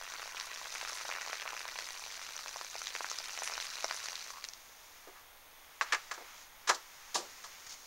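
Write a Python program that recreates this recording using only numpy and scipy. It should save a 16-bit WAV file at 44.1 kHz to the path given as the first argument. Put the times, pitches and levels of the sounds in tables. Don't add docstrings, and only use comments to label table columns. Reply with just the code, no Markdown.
import sys
import numpy as np
from scipy import signal
from scipy.fft import rfft, irfft
from scipy.io import wavfile
from scipy.ndimage import uniform_filter1d

SR = 44100
rng = np.random.default_rng(int(sys.argv[2]) if len(sys.argv) > 2 else 0)


def output_pcm(signal):
    pcm = np.clip(np.atleast_2d(signal).T, -1, 1) * 32767
    wavfile.write(sys.argv[1], SR, np.round(pcm).astype(np.int16))


N = 346626
HZ = np.fft.rfftfreq(N, 1 / SR)
TIME = np.arange(N) / SR


def amp(db):
    return 10 ** (np.asarray(db) / 20)


def unit(x):
    return x / np.sqrt(np.mean(x ** 2) + 1e-20)


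def read(points, hz):
    f, value = np.transpose(points)
    return np.interp(np.log(hz + 1), np.log(f + 1), value)


def add(mix, s, sound):
    part = mix[max(round(s * SR), 0):][:len(sound)]
    part += sound[:len(part)]


def colour(x, points, size=2048):
    log_gain = np.log(amp(read(points, abs(np.fft.fftfreq(size, 1 / SR)))))
    taps = np.fft.ifft(np.exp(np.conj(signal.hilbert(log_gain)))).real[:size // 2]
    return signal.oaconvolve(x, taps / np.linalg.norm(taps))[:N]


def grains(per_s, spread_db):
    size = amp(spread_db * np.minimum(rng.exponential(1, N), 4))
    return unit(size * rng.choice([-1, 1], N) * (rng.random(N) < per_s / SR))


def clumps(depth_db, length_s=0.014):
    blur = np.exp(-(HZ * length_s) ** 2)
    wander = unit(irfft(rfft(rng.standard_normal(N)) * blur, N))
    return unit(amp(depth_db * wander))


# (frequency [Hz], gain [dB])
AIR_EQ = [(20, 4.5), (40, -8), (80, -9.5), (160, -17), (330, -16), (600, -10.5), (900, -6.5), (1200, -12.5),
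          (2000, -20), (3500, -12.5), (6500, -35.5), (8500, -18.5), (12000, -20.5), (15800, -17)]
# (frequency [Hz], left-right correlation [0..1])
AIR_CORRELATION = [(30, 0.34), (120, 0.065), (300, 0.98), (4000, 1), (9000, 0.88), (15000, 0.72)]
# (frequency [Hz], level [dB])
WHINE_TONES = [(11864.5, -70), (15524, -82), (15584, -83), (15644, -81), (15704, -79)]
def air(db=-59.0):
    mid, side = rfft(rng.standard_normal((2, N))) * amp(read(AIR_EQ, HZ))
    same = np.clip(read(AIR_CORRELATION, HZ), -1, 1)
    hiss = irfft(mid * np.sqrt(1 + same) + np.array([[1], [-1]]) * side * np.sqrt(1 - same), N)
    whine = sum(amp(level) * np.sqrt(2) * np.sin(2 * np.pi * (hz * TIME + rng.random()))
                for hz, level in WHINE_TONES)
    return amp(db) * unit(hiss) + whine


def trunks(x, db=-27, t60=0.23, build_s=0.061):
    t = np.arange(SR) / SR
    tail = rng.standard_normal(SR) * amp(-60 * t / t60) * np.minimum(t / build_s, 1)
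    tail = signal.lfilter(*signal.butter(1, [400, 4000], "band", fs=SR), tail)
    return amp(db) * signal.fftconvolve(x, tail / np.linalg.norm(tail))[:N]


# (time [s], rubbing [dB], swish [dB])
RUSTLE_RIDE = [(4.5, -58.5, -56), (5.02, -58.5, -58), (5.24, -60, -61.5), (5.51, -60, -61.5),
               (6.08, -55, -57), (6.29, -52.5, -55.5), (6.42, -56.5, -53), (6.49, -59.5, -61.5),
               (7.13, -55, -54), (7.3, -55, -52.5), (7.6, -55, -53), (7.86, -59.5, -53)]
# (time [s], length [s], rubbing [dB], swish [dB])
SLEEVE_STROKES = [(7.664, 0.014, -59, -49), (7.684, .07, -66, -49.5)]
# (frequency [Hz], gain [dB])
RUBBING_EQ = [(200, -38), (500, -15), (1100, 1.5), (1600, 0.5), (2150, 2.5), (2900, -5), (3600, -5),
              (5000, -20), (12000, -23)]
SWISH_EQ = [(2000, -18), (4200, -4.5), (5200, -1.5), (6000, -0.5), (6550, 1.5), (7100, -4), (7800, -11.5),
            (11000, -20), (16000, -35)]
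def rustle(rubbing_db=-2, swish_db=-3.0, floor_db=-66):
    at, *levels = np.transpose(RUSTLE_RIDE)
    above_floor = np.sqrt(np.maximum(amp(levels) ** 2 - amp(floor_db) ** 2, 1e-9))
    rubbing, swish = (np.interp(TIME, at, gain) for gain in above_floor)
    for s, length, rub_db, brush_db in SLEEVE_STROKES:
        stroke = signal.windows.tukey(round(length * SR), .5)
        add(rubbing, s, amp(rub_db) * stroke)
        add(swish, s, amp(brush_db) * stroke)
    x = amp(rubbing_db) * rubbing * colour(grains(per_s=9000, spread_db=2.5), RUBBING_EQ)
    x += amp(swish_db) * swish * colour(grains(per_s=6400, spread_db=2.5), SWISH_EQ)
    return x * np.interp(TIME, [4.2, 4.5], [0, 1])


# (time [s], level [dB], decay [s])
THUD_CUES = [(6.698, -69, 0.028), (7.152, -53.5, 0.053)]
# (frequency [Hz], gain [dB])
SOIL_EQ = [(60, -25), (120, -16), (175, -4), (250, 0), (400, -6), (1200, -40)]
def thuds(attack_s=.003):
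    t, envelope = np.arange(SR // 2) / SR, np.zeros(N)
    for s, db, decay in THUD_CUES:
        add(envelope, s, amp(db) * np.exp(-t / decay) * (1 - np.exp(-t / attack_s)))
    return colour(envelope * rng.standard_normal(N), SOIL_EQ)


# (time [s], body [dB], body centre [Hz], crunch [dB], contact length [s])
JUG_HITS = [(5.073, -48.5, 280, -62, .003), (5.081, -52, 700, -64, .012), (5.153, -48, 1300, -66, .05),
            (5.811, -25.5, 1620, -30, 0.00079), (5.816, -32, 1540, -37, 0.0076),
            (5.849, -36, 1690, -54, 0.17), (5.9222, -23.5, 1770, -32, 0.0046),
            (5.9299, -25, 1750, -30, 0.0036), (5.9452, -28, 1800, -33, 0.0035),
            (6.1114, -34.5, 1350, -37.5, 0.0062), (6.137, -47, 1300, -43.5, 0.007),
            (6.177, -45.5, 636, -54, .004), (6.206, -47, 443, -58, 0.0062), (6.672, -31, 1330, -34, 0.022),
            (6.691, -22, 1390, -23.5, 0.0044), (6.695, -22, 1060, -24, 0.0041),
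            (6.708, -27, 1090, -42, 0.0051), (6.745, -42.5, 596, -35, 0.005), (7.143, -44, 800, -30, 0.008),
            (7.152, -30, 790, -27.5, 0.01), (7.174, -39, 420, -44, 0.031),
            (7.439, -45, 1010, -43.5, 0.0082)]
# (frequency [Hz], gain [dB], full t60 [s])
JUG_MODES = [(357.6, -9.5, 0.24), (504, -9, 0.12), (746, -7.5, 0.086), (860, -9, 0.11), (995, -4.5, 0.11),
             (1135, -5, 0.17), (1218, -3.5, 0.15), (1390, -29, 0.035), (1683, 4, 0.088), (1945, 4, 0.042),
             (2430, -1, .07)]
# (frequency [Hz], full t60 [s])
WALL_DECAY = [(200, 0.1), (400, 0.22), (800, 0.2), (1500, 0.14), (3000, 0.085), (8000, 0.065)]
# (frequency [Hz], gain [dB])
CRUNCH_EQ = [(150, -24), (350, -20), (1200, -56), (2500, -3.5), (4000, 4.5), (6200, 6), (7600, 1),
             (9000, -9.5), (12000, -18.5), (16000, -27)]
def jug(modes_db=-2, wall_db=-4, octaves=0.8, scatter_db=-21, scatter_s=0.038, size=22050):
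    t, body, crunch = np.arange(size) / SR, np.zeros(N), np.zeros(N)
    mode_hz, mode_db, t60 = np.transpose(JUG_MODES)[:, :, None]
    onset = t < .006
    for s, body_db, centre_hz, crunch_db, contact in JUG_HITS:
        def reach(hz):
            return 1 / (1 + (np.log2((hz + 1) / centre_hz) / octaves) ** 2) ** 0.96
        ring = min(0.728 * (contact / 0.0082) ** 0.29, 1)
        phase, dent = rng.random((2, len(JUG_MODES), 1))
        bent_hz = mode_hz * (1 + 0.51 * max(.9 - ring, 0) * (dent - .5))
        envelopes = amp(mode_db - 60 * t / (t60 * ring)) * reach(mode_hz)
        modes = (envelopes * np.sin(2 * np.pi * (bent_hz * t + phase))).sum(0)
        hz, at, bands = signal.stft(rng.standard_normal(size), SR, nperseg=256)
        wall_t60 = contact * 2 + ring * read(WALL_DECAY, hz)[:, None]
        bands *= reach(hz)[:, None] * amp(-60 * at / wall_t60)
        wall = signal.istft(bands, SR, nperseg=256)[1][:size]
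        shell = amp(modes_db) * modes / modes[onset].std() + amp(wall_db) * wall / wall[onset].std()
        attack = 1 - np.exp(-t / (0.26 * contact))
        add(body, s, amp(body_db) * shell * attack)
        crumple = rng.standard_normal(size) * unit(np.exp(.5 * rng.standard_normal(size)))
        release = np.exp(-t / (1.58 * contact)) + amp(scatter_db) * np.exp(-t / scatter_s)
        add(crunch, s, amp(crunch_db) * crumple * attack * release)
    radiated = signal.sosfilt(signal.butter(3, [290, 6500], "band", fs=SR, output="sos"), body)
    return radiated + colour(crunch, CRUNCH_EQ)


FADE_START_S, LAST_WATER_S = 4.38, 4.56
# (time [s], wet body [dB], spray [dB])
FLOW_RIDE = [(0, -49.5, -52), (0.2, -47, -48.5), (0.6, -48, -48.5), (0.85, -46.3, -45.5), (1.2, -43, -47.6),
             (1.5, -47.5, -48), (1.85, -48, -47), (2.1, -51, -48), (2.5, -50.5, -48.5), (2.75, -51.5, -47),
             (3.0, -51, -46), (3.25, -49, -47.5), (3.5, -45.6, -44), (3.72, -48, -44.5),
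             (4.05, -48.3, -45.5), (4.25, -54, -48.5), (4.38, -56, -54.5)]
def flow(s):
    at, body_db, spray_db = np.transpose(FLOW_RIDE)
    fade = np.interp(s, [FADE_START_S, LAST_WATER_S], [1, 0])
    return amp(np.interp(s, at, body_db)) * fade, amp(np.interp(s, at, spray_db)) * fade


# (time [s], level [dB], decay [s])
SPATTER_CUES = [(.94, -53, .03), (2.96, -65, .02), (3.434, -43.5, 0.022), (3.94, -51, 0.018),
                (4.441, -53, .015), (7.146, -44.5, 0.03)]
# (frequency [Hz], gain [dB])
MIST_EQ = [(3000, -23), (6000, 8.5), (8500, 10), (11500, 6), (13000, -22), (16000, -17)]
def mist(db=-17):
    envelope = amp(db) * flow(TIME)[1] * clumps(depth_db=5.0, length_s=0.015)
    t = np.arange(SR // 4) / SR
    for s, burst_db, decay in SPATTER_CUES:
        add(envelope, s, amp(burst_db) * np.exp(-t / decay))
    return envelope * colour(grains(per_s=4100, spread_db=5.0), MIST_EQ)


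# (time [s], length [s], pitch [Hz], level [dB])
PUDDLE_CUES = [(3.196, 0.38, 2950, -63), (4.2, 0.285, 1100, -57.5)]
def puddles(width_hz=130):
    x = np.zeros(N)
    for s, length, hz, db in PUDDLE_CUES:
        window = signal.windows.tukey(round(length * SR), .5)
        ticks = grains(per_s=240, spread_db=6)[:len(window)]
        ring = signal.lfilter(*signal.iirpeak(hz, hz / width_hz, fs=SR), ticks)
        add(x, s, amp(db) * window * unit(ring))
    return x


def bubbles(db=-8.5, per_s=170, cycles=7, spread_db=2, size=1800):
    t, pings = np.arange(size) / SR, np.zeros(N)
    for when, small, chance in rng.random((2000, 3))[:round(per_s * LAST_WATER_S)]:
        turns = 1000 * 4.13 ** small * t * (1 + 3 * t)
        ping = np.sin(2 * np.pi * turns) * np.exp(-turns / cycles) * (1 - np.exp(-turns))
        gain = amp(-spread_db * np.log(chance + .02))
        add(pings, when * LAST_WATER_S, gain * ping / np.linalg.norm(ping))
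    return amp(db) * flow(TIME)[0] * pings / pings[TIME < LAST_WATER_S].std()


# (frequency [Hz], gain [dB])
SLAP_EQ = [(100, -28), (250, -17.5), (420, -6), (560, -0.5), (2700, 4), (4000, -3), (7000, -17),
           (10000, -20)]
# (frequency [Hz], gain [dB])
LEAF_EQ = [(500, -24.5), (1600, -7.5), (2600, -2.5), (3200, -5.5), (3900, 1), (6200, 0.5), (7000, -2.5),
           (8500, -10), (10500, -16.5), (12500, -17), (16000, -40)]
def drops(rows, slap_db, crackle_db, cycles=0.76, crackle_s=0.00062, leaf_width_hz=1100, size=400):
    t, slaps, crackles = np.arange(size) / SR, np.zeros(N), np.zeros(N)
    span = np.sqrt(.003 * SR)
    noises, variations = rng.standard_normal((len(rows), 2, size)), rng.random((len(rows), 4))
    for (s, wet_db, dry_db, hz), noise, (bend, length, leaf, lag) in zip(rows, noises, variations):
        turns = hz * t * np.exp(0.64 * (bend - .5))
        pulse = np.gradient(np.sin(np.pi * turns) ** 2 * np.exp(-turns / cycles * (1 + turns / 5)))
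        splat = uniform_filter1d(noise[1], size=12) * t * np.exp(-t / 0.001)
        slap = unit(pulse) + 0.5 * unit(splat)
        add(slaps, s, amp(wet_db + slap_db) * span * slap / np.linalg.norm(slap))
        spread = t / (crackle_s * np.exp(length - .5))
        burst = noise[0] * spread * np.exp(-spread)
        leaf_hz = 2300 + leaf * 4600
        ring = signal.lfilter(*signal.iirpeak(leaf_hz, leaf_hz / leaf_width_hz, fs=SR), burst)
        crackle = unit(burst) + 0.94 * unit(ring)
        crackle *= amp(dry_db + crackle_db) * span / np.linalg.norm(crackle)
        add(crackles, s + .0008 * (lag - .7), crackle)
    return colour(slaps, SLAP_EQ) + colour(crackles, LEAF_EQ)


# (frequency [Hz], gain [dB])
SPLASH_EQ = [(100, -44), (220, -22), (400, -7), (700, -3), (1100, 3.5), (1900, 6), (2600, 2), (4000, -21),
             (9000, -19)]
def splash(body_db=-8, spray_db=-4.5):
    body, spray = flow(TIME)
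    wet = clumps(depth_db=3.5) * colour(grains(per_s=1500, spread_db=1.0), SPLASH_EQ)
    crisp = clumps(depth_db=3.0) * colour(grains(per_s=4000, spread_db=2.5), LEAF_EQ)
    return amp(body_db) * body * wet + amp(spray_db) * spray * crisp


# (frequency [Hz], width [Hz], gain [dB])
BED_MODES = [(1018, 15, -7), (1230, 45, -16), (1820, 27, -44), (1916, 20, -19.5), (2400, 51, -13),
             (6200, 36, -17), (6020, 730, -7)]
# (delay [s], gain [dB])
REFLECTIONS = [(.0021, -26), (.0046, -23), (.0061, -19.5), (.0089, -15.5), (0.0119, -15)]
def leaf_bed(x, db=0.5):
    bed = 1 + sum(amp(gain) / (1 + 2j * (HZ - hz) / width) for hz, width, gain in BED_MODES)
    echoes = 1 + sum(amp(gain) * np.exp(-2j * np.pi * HZ * delay) for delay, gain in REFLECTIONS)
    return amp(db) * irfft(rfft(x) * bed * echoes, N)


def patter(heavy_s, gap_s=.0108, jitter=.24, slap_spread_db=5.0, crackle_spread_db=3, bead_hz=1626):
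    edges = np.concatenate([[0], np.sort(heavy_s)])
    s = np.concatenate([np.linspace(a, b, max(round((b - a) / gap_s), 1) + 1)[1:-1]
                        for a, b in zip(edges, edges[1:])])
    late, size, leaf, detune = rng.uniform(-np.sqrt(3), np.sqrt(3), (len(s), 4)).T
    body_db, spray_db = 20 * np.log10(np.array(flow(s)) + 1e-9)
    slap_db = body_db - .8 + slap_spread_db * size
    crackle_db = spray_db - 1.47 + crackle_spread_db * (leaf + 0.24 * size)
    octaves = np.clip((-37 - slap_db) / 44, -1, .25)
    hz = bead_hz * 2 ** octaves * np.exp(0.46 * detune)
    return np.transpose([s + jitter * gap_s * late, slap_db, crackle_db, hz])


# (time [s], slap [dB], leaf crackle [dB], nominal pitch [Hz])
HEAVY_DROPS = [(.399, -47, -35, 2110), (0.4098, -39, -40, 2420), (0.8127, -36, -41, 1893),
               (.85, -35, -49, 1770), (0.8972, -39, -43, 1520), (1.091, -34.5, -45, 1134),
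               (1.124, -36, -53, 1843), (1.1521, -37, -53, 1540), (1.2977, -37.5, -49, 1224),
               (1.3306, -31.5, -44, 1280), (1.4609, -36.5, -56, 937), (1.477, -34.5, -52, 1800),
               (1.5317, -36.5, -52, 1180), (1.606, -38.5, -50, 1330), (1.6535, -37, -46, 1148),
               (1.7881, -35.5, -38, 1800), (2.3654, -45, -41, 1520), (2.4604, -37.5, -46, 1279),
               (2.5604, -35, -52, 960), (2.6122, -35, -45, 1025), (2.754, -36, -56, 920),
               (2.817, -38.5, -41, 1332), (2.87, -41, -33.5, 1460), (2.9516, -33, -42.5, 1400),
               (2.9629, -35.5, -44, 2493), (3.007, -31, -47, 1130), (3.0448, -31.5, -56, 1120),
               (3.0988, -48, -38, 2210), (3.1141, -35, -37, 1500), (3.1868, -45, -34.5, 1354),
               (3.376, -34, -39.5, 1656), (3.4205, -32.5, -51, 1091), (3.4754, -35, -37, 2200),
               (3.5785, -33.5, -40, 1730), (3.601, -39, -36, 1886), (3.8436, -26, -33, 990),
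               (3.9106, -30, -37, 1360), (4.0581, -41, -43, 1199), (4.085, -37.5, -40, 1965),
               (4.1542, -57, -36.5, 2330), (4.4414, -41, -37.5, 2090), (4.448, -50, -39.5, 1620),
               (4.4865, -50, -40, 2200), (4.5353, -57, -43, 2000)]
def water():
    accents = drops(HEAVY_DROPS, slap_db=-8.5, crackle_db=-4)
    beads = drops(patter(np.transpose(HEAVY_DROPS)[0]), slap_db=-7.5, crackle_db=-3.0)
    return leaf_bed(accents + beads + splash() + mist() + puddles() + bubbles())


def scene():
    near = water() + jug() + thuds() + rustle()
    return near + trunks(near) + air()


def record(dry, notch_hz=7900, notch_width_hz=260, cutoff_hz=15850):
    housing = 1 - 0.64 / (1 + 2j * (HZ - notch_hz) / notch_width_hz)
    notched = irfft(rfft(dry) * housing, N)
    low_pass = signal.firwin(511, cutoff_hz, window=("kaiser", 9), fs=SR)
    return signal.oaconvolve(notched, low_pass[None], "same")


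dry = scene()
out = record(dry)
output_pcm(out)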